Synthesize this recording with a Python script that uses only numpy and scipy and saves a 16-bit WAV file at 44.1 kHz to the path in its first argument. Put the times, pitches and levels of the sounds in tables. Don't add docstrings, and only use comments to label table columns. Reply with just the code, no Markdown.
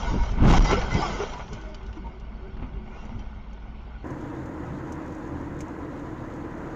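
import sys
import numpy as np
from scipy import signal
from scipy.fft import rfft, irfft, next_fast_len
from scipy.io import wavfile
from scipy.ndimage import uniform_filter1d, map_coordinates

SR = 44100
rng = np.random.default_rng(int(sys.argv[2]) if len(sys.argv) > 2 else 0)


def boost_factor(decibels):
    exponent = np.asarray(decibels, float) / 20
    return 10 ** exponent


def int16_out(signal):
    q = np.round(np.clip(np.atleast_2d(signal).T, -1, 1) * 32767)
    wavfile.write(sys.argv[1], SR, q.astype(np.int16))


N = 297734
CHANGE_S = 4.042

# frequency in Hz, density in dB per Hz.
HEAVE_SPECTRUM = [(8.8, -41), (15, 2), (38, 1), (52, 0.5), (76, -7.5), (130, -14), (170, -31), (290, -120)]
# frequency in Hz, density in dB per Hz.
BOOM_SPECTRUM = [(53, -34), (90, -1), (118, 2.5), (178, 3.5), (323, -5.5), (391, -5), (447, -14.5),
                 (600, -18), (780, -34.5), (1320, -120)]
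# frequency in Hz, density in dB per Hz.
CRUNCH_SPECTRUM = [(260, -37), (450, -1), (478, -6), (616, -3), (765, -2), (926, -2.5), (1080, -6),
                   (1170, -5.5), (1470, -8.5), (1630, -17.5), (1870, -14.5), (2170, -10), (2560, -18),
                   (2820, -14.5), (3600, -25.5), (4680, -40), (7920, -120)]
# frequency in Hz, density in dB per Hz.
SHARD_SPECTRUM = [(1880, -41.5), (3200, 4), (3340, -5), (3570, -7), (3800, -3), (4360, -6.5), (4700, -4),
                  (5930, -4), (7160, -12), (7500, -19), (9750, -35), (16500, -120)]
# frequency in Hz, density in dB per Hz.
VENT_SPECTRUM = [(1470, -35.5), (2500, -11.5), (2590, -12.5), (3190, -7.5), (3830, -10), (4100, -14.5),
                 (4590, -6), (4810, -27), (5390, -10), (5870, -33), (7400, -35), (9620, -64), (16300, -120)]
# frequency in Hz, density in dB per Hz.
HASH_SPECTRUM = [(300, 15.5), (3000, 0.5), (7400, -13), (8500, -28), (12000, -29), (15000, -37)]
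# centre in Hz, width in Hz, lift in dB.
TRIM_RESONANCES = [(910, 210, 2), (1493, 116, 8), (2190, 230, 2.5), (2770, 56, 4), (3250, 110, 2),
                   (4510, 69, -3), (5800, 92, 5)]

# peak time in seconds, heave in dB, boom over heave in dB,
# build-up in seconds and die-away in seconds.
JOLTS_TABLE = [(.104, -24, -11, 0.21, 0.14), (.15, -33, 8.5, 0.072, 0.073), (.208, -21.5, -21, 0.17, 0.13),
               (.32, -24, -14, 0.085, .3), (.43, -19, -3, 0.056, 0.22), (.464, -21, 5, 0.1, 0.29),
               (.516, -12.5, -9.5, 0.19, 0.081), (.6, -14.5, -16, 0.033, .08), (.732, -26, 1, 0.23, 0.058),
               (.8, -28, -6, .4, 0.78), (.956, -28.5, 6, 0.062, 0.12), (1.12, -36, 2, 0.13, 0.37),
               (1.528, -39.5, -0.5, 0.043, .1), (1.89, -33, -19, 0.13, 0.077), (1.98, -50, -2, .1, 0.11),
               (2.07, -40.5, -3.5, 0.14, 0.17), (2.62, -32, -10, 0.23, 0.17), (2.78, -34, -15, 0.24, 0.065),
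               (3.15, -35.5, -9.5, 0.36, 0.27), (3.22, -31.5, -18, .2, 0.18)]
# peak time in seconds, crunch in dB,
# shards over crunch in dB, build-up in seconds, die-away in seconds.
SLIDES = [(0, -40, -11, .1, 0.72), (.104, -45, -4, 0.33, 0.2), (.264, -45.5, -5.5, 0.24, 0.16),
          (.45, -32.5, -35, 0.12, 0.19), (.516, -25.5, -11, 0.096, 0.18), (.575, -31.5, -5, 0.1, 0.063),
          (.652, -37.5, -2.5, 0.029, 0.29), (.732, -26, -13.5, 0.1, 0.063), (.77, -35, -13, .1, 0.47),
          (.956, -41, -3.5, 0.18, 0.58), (1.054, -37, -9.5, 0.26, 0.41), (1.24, -42, -8, 0.73, 0.28),
          (1.528, -47, -11.5, 0.034, 0.42), (1.89, -56, -12, 0.1, .06), (1.97, -56.5, -9, .1, .08),
          (2.07, -57, -16, .1, .15), (2.62, -55, -27, .03, 0.074), (2.97, -50.5, -13, 0.18, 0.48)]
# heave in dB, boom in dB, crunch in dB, shards in dB.
SETTLED_DB = [-41, -50, -55, -76.5]
# start in seconds, peak in dB, frequency in Hz, t60 in seconds.
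MOUNT_SWINGS = [
    (.105, -13, 38, .15),
    (.2, -17, 36, .15),
    (.412, -10, 31, .4),
    (.459, -8, 27, .2),
    (.479, -7.5, 34, .15),
    (.508, -8, 31, .25),
    (.583, -8.5, 39, .4),
    (.951, -14, 70, .12),
]
# start in seconds, peak in dB, mode in Hz, t60 in seconds, share of crunch as a ratio.
TRIM_BLOWS = [(0.154, -28, 152.7, 0.13, 0.33), (0.383, -23, 156, 0.069, 0.21), (0.54, -14, 164, 0.1, 0.71),
              (0.711, -12.5, 202, 0.041, 0.65), (0.729, -1.5, 400, 0.045, 0.25),
              (0.952, -10, 158.5, 0.081, 0.34), (1.201, -16, 411, 0.12, 0.41),
              (1.233, -10, 436, 0.041, 0.32), (1.392, -28.5, 974, 0.22, 1), (1.969, -24, 315, 0.11, 0.14),
              (2.595, -32.5, 221, 0.058, 0.5), (2.623, -26.5, 253, 0.2, 0.4), (3.119, -28, 231, 0.16, 0.12)]
# start in seconds, peak in dB, mode in Hz.
PANEL_SNAPS = [(0.047, -27, 970), (0.188, -29.5, 945), (0.236, -27, 944), (0.292, -27.5, 1340),
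               (0.386, -31, 869), (0.415, -23, 750), (0.452, -15, 1205), (0.501, -20.5, 820),
               (0.535, -12.5, 1110), (0.657, -19, 900), (0.708, -17, 794), (0.908, -26, 1370),
               (1.025, -20.5, 1180), (1.105, -28.5, 969), (1.339, -30, 969), (1.378, -30, 980),
               (1.744, -40, 1220), (2.07, -37, 920), (2.431, -46, 813), (2.568, -37, 776),
               (2.625, -41, 926), (2.877, -40.5, 760), (3.093, -38, 859), (3.194, -43, 891)]
# start in seconds, peak in dB, mode in Hz, tilt in dB per octave.
DEBRIS = [(0.315, -31, 2600, 4), (0.446, -35, 2680, 0), (0.4816, -17, 2740, 5), (0.5414, -26, 2990, 0),
          (0.621, -22, 3010, 7), (0.6464, -21, 5500, 2), (0.7124, -15, 3100, 8), (0.79, -24, 2980, -7),
          (0.815, -23, 3170, -10.5), (0.941, -21.5, 2580, 3), (1.1046, -35, 3120, -4),
          (1.3346, -28, 2844, -6), (1.48, -35.5, 2990, -10), (1.532, -26.5, 2990, 9),
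          (1.6136, -35, 2910, 4), (1.7452, -27.5, 3040, 1), (1.83, -43, 3280, 2), (1.8652, -39, 2930, 1),
          (1.9288, -36.5, 2960, -5), (2.198, -41, 3146, 8), (2.571, -42, 2950, -12),
          (3.052, -42.5, 5940, 13), (3.1925, -37.5, 5800, 1), (3.5323, -46, 3130, 13)]
# start in seconds, mode in Hz, level in dB, shaking time in seconds.
SHAKEN_PARTS = [(0.058, 948, -38, 0.045), (.13, 950, -39, .03), (.178, 945, -36.5, 0.052),
                (.19, 2200, -49.5, 0.06), (0.648, 2035, -37, 0.06), (0.62, 5720, -40, .025),
                (0.66, 4820, -43, 0.045), (0.672, 3780, -44, .03), (0.7, 1340, -34, 0.058),
                (0.716, 401.6, -29.5, 0.039), (.76, 497, -31, 0.024), (0.91, 2045, -36.5, 0.064),
                (0.962, 3250, -42.5, .035), (.97, 5170, -47, 0.033), (1.02, 5240, -45.5, 0.046),
                (0.97, 4780, -46, 0.043), (1.1, 2060, -47, .07), (3.19, 2700, -58, 0.014),
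                (2.965, 900, -50, .015), (1.329, 977, -43, 0.05), (2.041, 920, -46.5, 0.04),
                (1.57, 315, -52.5, .17), (2.974, 2760, -58, 0.046), (3.185, 3090, -60, 0.033),
                (0.644, 5420, -48, 0.03), (1.052, 3230, -44.5, 0.02), (0.908, 1400, -38, .015),
                (1.048, 345, -38, 0.036), (1.31, 855, -47, 0.029), (1.507, 418, -45.5, 0.036)]
# start in seconds, first pitch in Hz, last pitch in Hz,
# level in dB, duration in seconds.
RUBBING_PARTS = [(0.938, 1020, 760, -40, 0.029), (0.954, 340, 440, -34, 0.044), (.989, 678, 862, -31, 0.05),
                 (1.02, 1210, 1133, -31, 0.033), (1.04, 860, 657, -39, .05), (1.032, 1464, 1307, -42, .05),
                 (1.135, 440, 496, -42, .03), (1.19, 381.7, 445, -34.5, 0.0587),
                 (1.2, 1000, 1213, -39, 0.018), (1.255, 760, 620, -42, 0.014),
                 (1.551, 598, 643, -52.5, 0.076), (1.628, 638, 610, -49.5, .12),
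                 (2.889, 2300, 2480, -60, 0.079), (2.921, 1420, 1486, -57, .05)]
# time in seconds, whine in Hz, whine level in dB, drone level in dB.
IDLE_COURSE = [(0, 384, -65.5, -43), (1.2, 392.4, -58.5, -56), (1.87, 384.6, -47, -53.5),
               (1.92, 385, -62, -55), (1.98, 384, -45, -49.5), (2.2, 377, -53.5, -50.5),
               (2.32, 377.3, -66, -45), (2.44, 380.5, -42.5, -54), (2.58, 378.6, -52, -46.5),
               (2.64, 379.4, -61, -44.5), (2.7, 372, -45.5, -52), (2.86, 370, -48.5, -43.5),
               (3.0, 368.7, -51, -49), (3.3, 362, -76, -50), (4.05, 363, -75, -56)]

# frequency in Hz, density in dB per Hz.
RUMBLE_SPECTRUM = [(8.8, -39), (15, -14), (27, -12), (53, -20), (70, 2.5), (102, -3.5), (129, 5), (215, -8),
                   (250, -2), (320, -25), (550, -120)]
# centre in Hz, width in Hz, level in dB.
TYRE_CAVITY = [(293.8, 14.7, 3.5), (310, 13, -2)]
# frequency in Hz, density in dB per Hz.
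ROAR_SPECTRUM = [(200, -8.5), (340, 2.5), (393, -8.5), (468, -3.5), (566, -7.5), (643, -11), (909, -10),
                 (987, -6.5), (1150, -15), (1250, -13), (2030, -20), (2220, -26.5), (3000, -36),
                 (3900, -58), (6600, -120)]
# frequency in Hz, density in dB per Hz.
HISS_SPECTRUM = [(1500, -40), (2500, -4), (3500, -3), (5000, -9), (5900, -8), (6700, -4), (7500, -11),
                 (8400, -24.5), (10000, -32), (15000, -42.5)]
# multiple of shaft speed, level in dB.
SHAFT_ORDERS = [(1, -52.5), (2, -50), (5, -54.5), (6, -64.5)]
# start in seconds, peak in dB, gain below 4 kHz in dB.
GRIT_HITS = [(4.07, -55.5, 1.5), (4.1047, -49, 2), (4.2095, -54.5, 3), (4.457, -52.5, 0), (4.4869, -61, 2),
             (4.874, -58, 2), (4.922, -40, 5), (4.953, -56, 2), (5.0614, -56, 2), (5.079, -54, 2),
             (5.1243, -53, 3), (5.1474, -50, 1), (5.1835, -55, 2), (5.2761, -57, 2), (5.59, -49, 4),
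             (5.6058, -33, 7.5), (5.6818, -51, 8), (5.787, -56, 0), (5.411, -55, 2), (5.9957, -55.5, 5),
             (6.3387, -53, 5), (6.3612, -57, 3), (6.5808, -56, 3)]
# frequency in Hz, gain in dB.
PANE_RESPONSE = [(1500, -5), (3500, -20.5), (5200, -6.5), (6600, 1), (7800, -9), (10000, -23.5),
                 (15000, -23.5)]
# frequency in Hz, density in dB per Hz.
PREAMP_SPECTRUM = [(5000, -32), (8000, 0.5), (15000, -0.5)]


def unit(x):
    return x / np.sqrt(np.mean(x ** 2) + 1e-20)


def along(points, hz):
    f, v = np.transpose(points)
    return np.interp(np.log(hz + 1), np.log(f + 1), v)


def curves(rows):
    s, *cols = np.transpose(rows)
    return [np.interp(np.arange(N) / SR, s, c) for c in cols]


def wobble(rate):
    return map_coordinates(rng.standard_normal(int(N * rate / SR) + 4), [np.arange(N) * rate / SR])


def sine(hz):
    return np.sin(2 * np.pi * np.cumsum(hz) / SR)


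def decay(t, t60):
    return boost_factor(-60 * t / t60)


def filtered(x, response):
    m = next_fast_len(len(x) + 8192)
    return irfft(rfft(x, m) * response(np.fft.rfftfreq(m, 1 / SR)), m)[:len(x)]


def rush(spectrum, patchy_db, spiky_db=0):
    grains = rng.standard_normal(N) * boost_factor(spiky_db * wobble(700))
    z = signal.stft(grains, nperseg=512)[2]
    field = uniform_filter1d(rng.standard_normal(z.shape), size=3, axis=0)
    field = uniform_filter1d(field, size=6, axis=1)
    x = signal.istft(z * boost_factor(patchy_db * unit(field)), nperseg=512)[1][:N]
    return unit(filtered(x, lambda hz: boost_factor(along(spectrum, hz))))


def add(track, s, sound):
    part = track[round(s * SR):][:len(sound)]
    part += sound[:len(part)]


def highway():
    def cavity_modes(f):
        modes = sum(boost_factor(db) * 1j * f * w / (c * c - f * f + 1j * f * w) for c, w, db in TYRE_CAVITY)
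        return modes / (1 + (f / 600) ** 4)

    surface_db, surface_rate = 1.3, 7
    cavity = unit(filtered(rng.standard_normal(N), cavity_modes))
    cavity = boost_factor(-41 + surface_db * wobble(surface_rate)) * cavity
    rumble = boost_factor(-40 + surface_db * wobble(surface_rate)) * rush(RUMBLE_SPECTRUM, patchy_db=2)
    roar = boost_factor(-38.5 + 0.71 * wobble(12)) * rush(ROAR_SPECTRUM, patchy_db=1)
    hiss = boost_factor(-65.0 + 0.7 * wobble(25)) * rush(HISS_SPECTRUM, patchy_db=1.3, spiky_db=1.5)
    return rumble + cavity + roar + hiss


def engine():
    turn = 2 * np.pi * np.cumsum(38.8 + 0.284 * wobble(1.512)) / SR
    return sum(boost_factor(db + 5.5 + 1.8 * wobble(4)) * np.sin(k * turn) for k, db in SHAFT_ORDERS)


def grit():
    out, t = np.zeros(N), np.arange(SR // 10) / SR
    for s, db, low_db in GRIT_HITS:
        colour = lambda f: boost_factor(along(PANE_RESPONSE, f) + low_db * (f < 4000))
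        crack = unit(filtered(rng.standard_normal(len(t)), colour))
        ring = 0.4 * np.sin(2 * np.pi * 6300 * t) + boost_factor(low_db - 18) * np.sin(2 * np.pi * 2320 * t)
        add(out, s, boost_factor(db - 5.5) * decay(t, 0.06) * (crack + ring))
    return out


def idle():
    whine_hz, whine_db, drone_db = curves(IDLE_COURSE)
    whine = boost_factor(whine_db - 2.0 + 3 * wobble(25)) * sine(whine_hz + 10 * wobble(48))
    drone = unit(filtered(rng.standard_normal(N), lambda f: 1 / (1 + ((f - 212) / 20) ** 2)))
    firing = boost_factor(-41 + 1.5 * wobble(6)) * sine(55 + 2.5 * wobble(4))
    return firing + whine + boost_factor(drone_db) * drone


def shaken(s, start_hz, end_hz, db, length):
    t = np.arange(round((length + .05) * SR)) / SR
    shape = (1 - np.exp(-t / 0.002)) * decay(np.clip(t - length, 0, None), 0.066)
    knots = t * (55 + start_hz / 45)
    shake = map_coordinates(rng.standard_normal((2, 64)), [[[0], [1]] + 0 * t, [knots] * 2])
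    turn = 2 * np.pi * np.cumsum(start_hz + (end_hz - start_hz) * np.clip(t / length, 0, 1.2)) / SR
    tone = boost_factor(3 * shake[0]) * np.sin(turn + 0.85 * shake[1])
    return boost_factor(db + 1.5) * shape * tone


def rings():
    out = np.zeros(N)
    for s, hz, db, length in SHAKEN_PARTS:
        add(out, s, shaken(s, hz, hz, db, length))
    for row in RUBBING_PARTS:
        add(out, row[0], shaken(*row))
    return out


def ticks():
    out, t = np.zeros(N), np.arange(SR // 10) / SR
    for s, db, hz, tilt_db in DEBRIS:
        def colour(f):
            tilt = boost_factor(tilt_db * np.log2(f / 4500 + .01) - 10 * (f / 7000) ** 4)
            return f * f / (f * f + 1800 ** 2) * tilt

        crack = 2.3 * decay(t, 0.048) * filtered(rng.standard_normal(len(t)), colour)
        mode = 0.5 * decay(t, 0.08) * np.sin(2 * np.pi * hz * t)
        add(out, s, boost_factor(db - 14.0) * (crack + mode))
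    return out


def knocks():
    out, t = np.zeros(N), np.arange(SR // 5) / SR
    for s, db, hz, t60, share in TRIM_BLOWS:
        fall = decay(t, np.clip(t60, .03, .2)) * (1 - np.exp(-t / 0.0011))
        burst = unit(filtered(rng.standard_normal(len(t)), lambda f: boost_factor(along(CRUNCH_SPECTRUM, f))))
        add(out, s, boost_factor(db - 6.0) * fall * (np.sin(2 * np.pi * hz * t) + share * burst))
    return out


def cracks():
    out, t = np.zeros(N), np.arange(SR // 20) / SR
    for s, db, hz in PANEL_SNAPS:
        colour = lambda f: (f > 600) * boost_factor(1.08 * along(CRUNCH_SPECTRUM, f))
        burst = decay(t, 0.043) * unit(filtered(rng.standard_normal(len(t)), colour))
        mode = 1.3 * decay(t, 0.041) * np.sin(2 * np.pi * hz * t)
        add(out, s, boost_factor(db - 8.5) * (burst + mode))
    return out


def swings():
    out, t = np.zeros(N), np.arange(SR // 3) / SR
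    for s, db, hz, t60 in MOUNT_SWINGS:
        add(out, s, boost_factor(db) * decay(t, t60) * np.sin(2 * np.pi * hz * t))
    return out


def swells(rows):
    s, db, follow_db, up, down = np.transpose(rows)[:, :, None]
    late = np.arange(round(CHANGE_S * SR) + 100) / SR - s
    power = boost_factor(2 * db - 43.7 * np.maximum(-late / np.abs(up), late / np.abs(down)))
    lead, follower = power.sum(axis=0), (power * boost_factor(2 * follow_db)).sum(axis=0)
    return np.pad(np.sqrt([lead, follower]), ((0, 0), (0, N - late.shape[1])))


def tinkle(spectrum, low_hz, high_hz, count):
    when, pitch, size, life = rng.random((count, 4)).T[:, :, None]
    t, hz = np.arange(SR // 12) / SR, low_hz * (high_hz / low_hz) ** pitch
    level = boost_factor(6.7 * size + along(spectrum, hz)) * decay(t, 0.014 + 0.13 * life)
    bend = 1 + 0.44 * (life - size) * t
    tones = level * (1 - np.exp(-t / 0.005)) * np.sin(2 * np.pi * hz * t * bend)
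    where = (when * 1.5 * SR).astype(int) + np.arange(len(t))
    x = np.bincount(where.ravel(), tones.ravel())
    return np.pad(unit(x), (0, N - len(x)))


def trim_colour(f):
    return boost_factor(sum(db / (1 + (2 * (f - c) / w) ** 2) for c, w, db in TRIM_RESONANCES))


def wreck():
    gains = np.vstack([swells(JOLTS_TABLE), swells(SLIDES)])
    heaving, booming, crunching, pouring = np.hypot(gains, boost_factor(SETTLED_DB)[:, None])
    heave = rush(HEAVE_SPECTRUM, patchy_db=-5)
    heave_power = np.abs(uniform_filter1d(heave ** 2, size=3000))
    heave = unit(heave / np.sqrt(heave_power + 0.16))
    body = heaving * heave + booming * rush(BOOM_SPECTRUM, patchy_db=2)
    crunch = rush(CRUNCH_SPECTRUM, patchy_db=1.9, spiky_db=1.5)
    crunch = crunch + 0.5 * tinkle(CRUNCH_SPECTRUM, 594.7, 3400, count=260)
    shards = rush(SHARD_SPECTRUM, patchy_db=3.5, spiky_db=1.5)
    shards = shards + 0.46 * tinkle(SHARD_SPECTRUM, 3300, 7200, count=320)
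    vent = boost_factor(-70.0) * rush(VENT_SPECTRUM, patchy_db=4.0)
    return body + filtered(boost_factor(1.5) * crunching * crunch + pouring * shards + vent, trim_colour)


def first_microphone(x):
    over = np.clip(uniform_filter1d(1. * (np.abs(x) > .17), size=2600) - .09, 0, 1)
    crunch = np.sqrt(np.abs(uniform_filter1d(filtered(x, lambda hz: hz > 900) ** 2, size=1200)))
    x = x / (1 + np.abs(x / .28) ** 7) ** (1 / 7)
    x = filtered(x, lambda hz: np.clip((7480 - hz) / 120, 0, 1))
    mirror = x * np.cos(2 * np.pi * 16000 * np.arange(N) / SR)
    mirror = filtered(mirror, lambda hz: (hz > 8000) * np.exp(-((hz - 8700) / 120) ** 2))
    spit = boost_factor(23.5) * np.sqrt(over) * np.minimum(crunch, .06) ** 2 * boost_factor(1.4 * wobble(60))
    hash_noise = (spit + boost_factor(-76.5)) * rush(HASH_SPECTRUM, patchy_db=2)
    return x + boost_factor(-14.5) * mirror + hash_noise


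def scene():
    cruise = highway() + engine() + grit() + boost_factor(-77.5) * rush(PREAMP_SPECTRUM, patchy_db=0.0)
    cab = first_microphone(idle() + rings() + ticks() + knocks() + cracks() + swings() + wreck())
    after = np.clip((np.arange(N) / SR - CHANGE_S) / .001, 0, 1)
    return (cab * (1 - after) + cruise * after)[None]


def low_pass(x):
    return signal.sosfilt(signal.butter(12, 15030, fs=SR, output="sos"), x)


def record(dry):
    return low_pass(dry)


dry = scene()
out = record(dry)
int16_out(out)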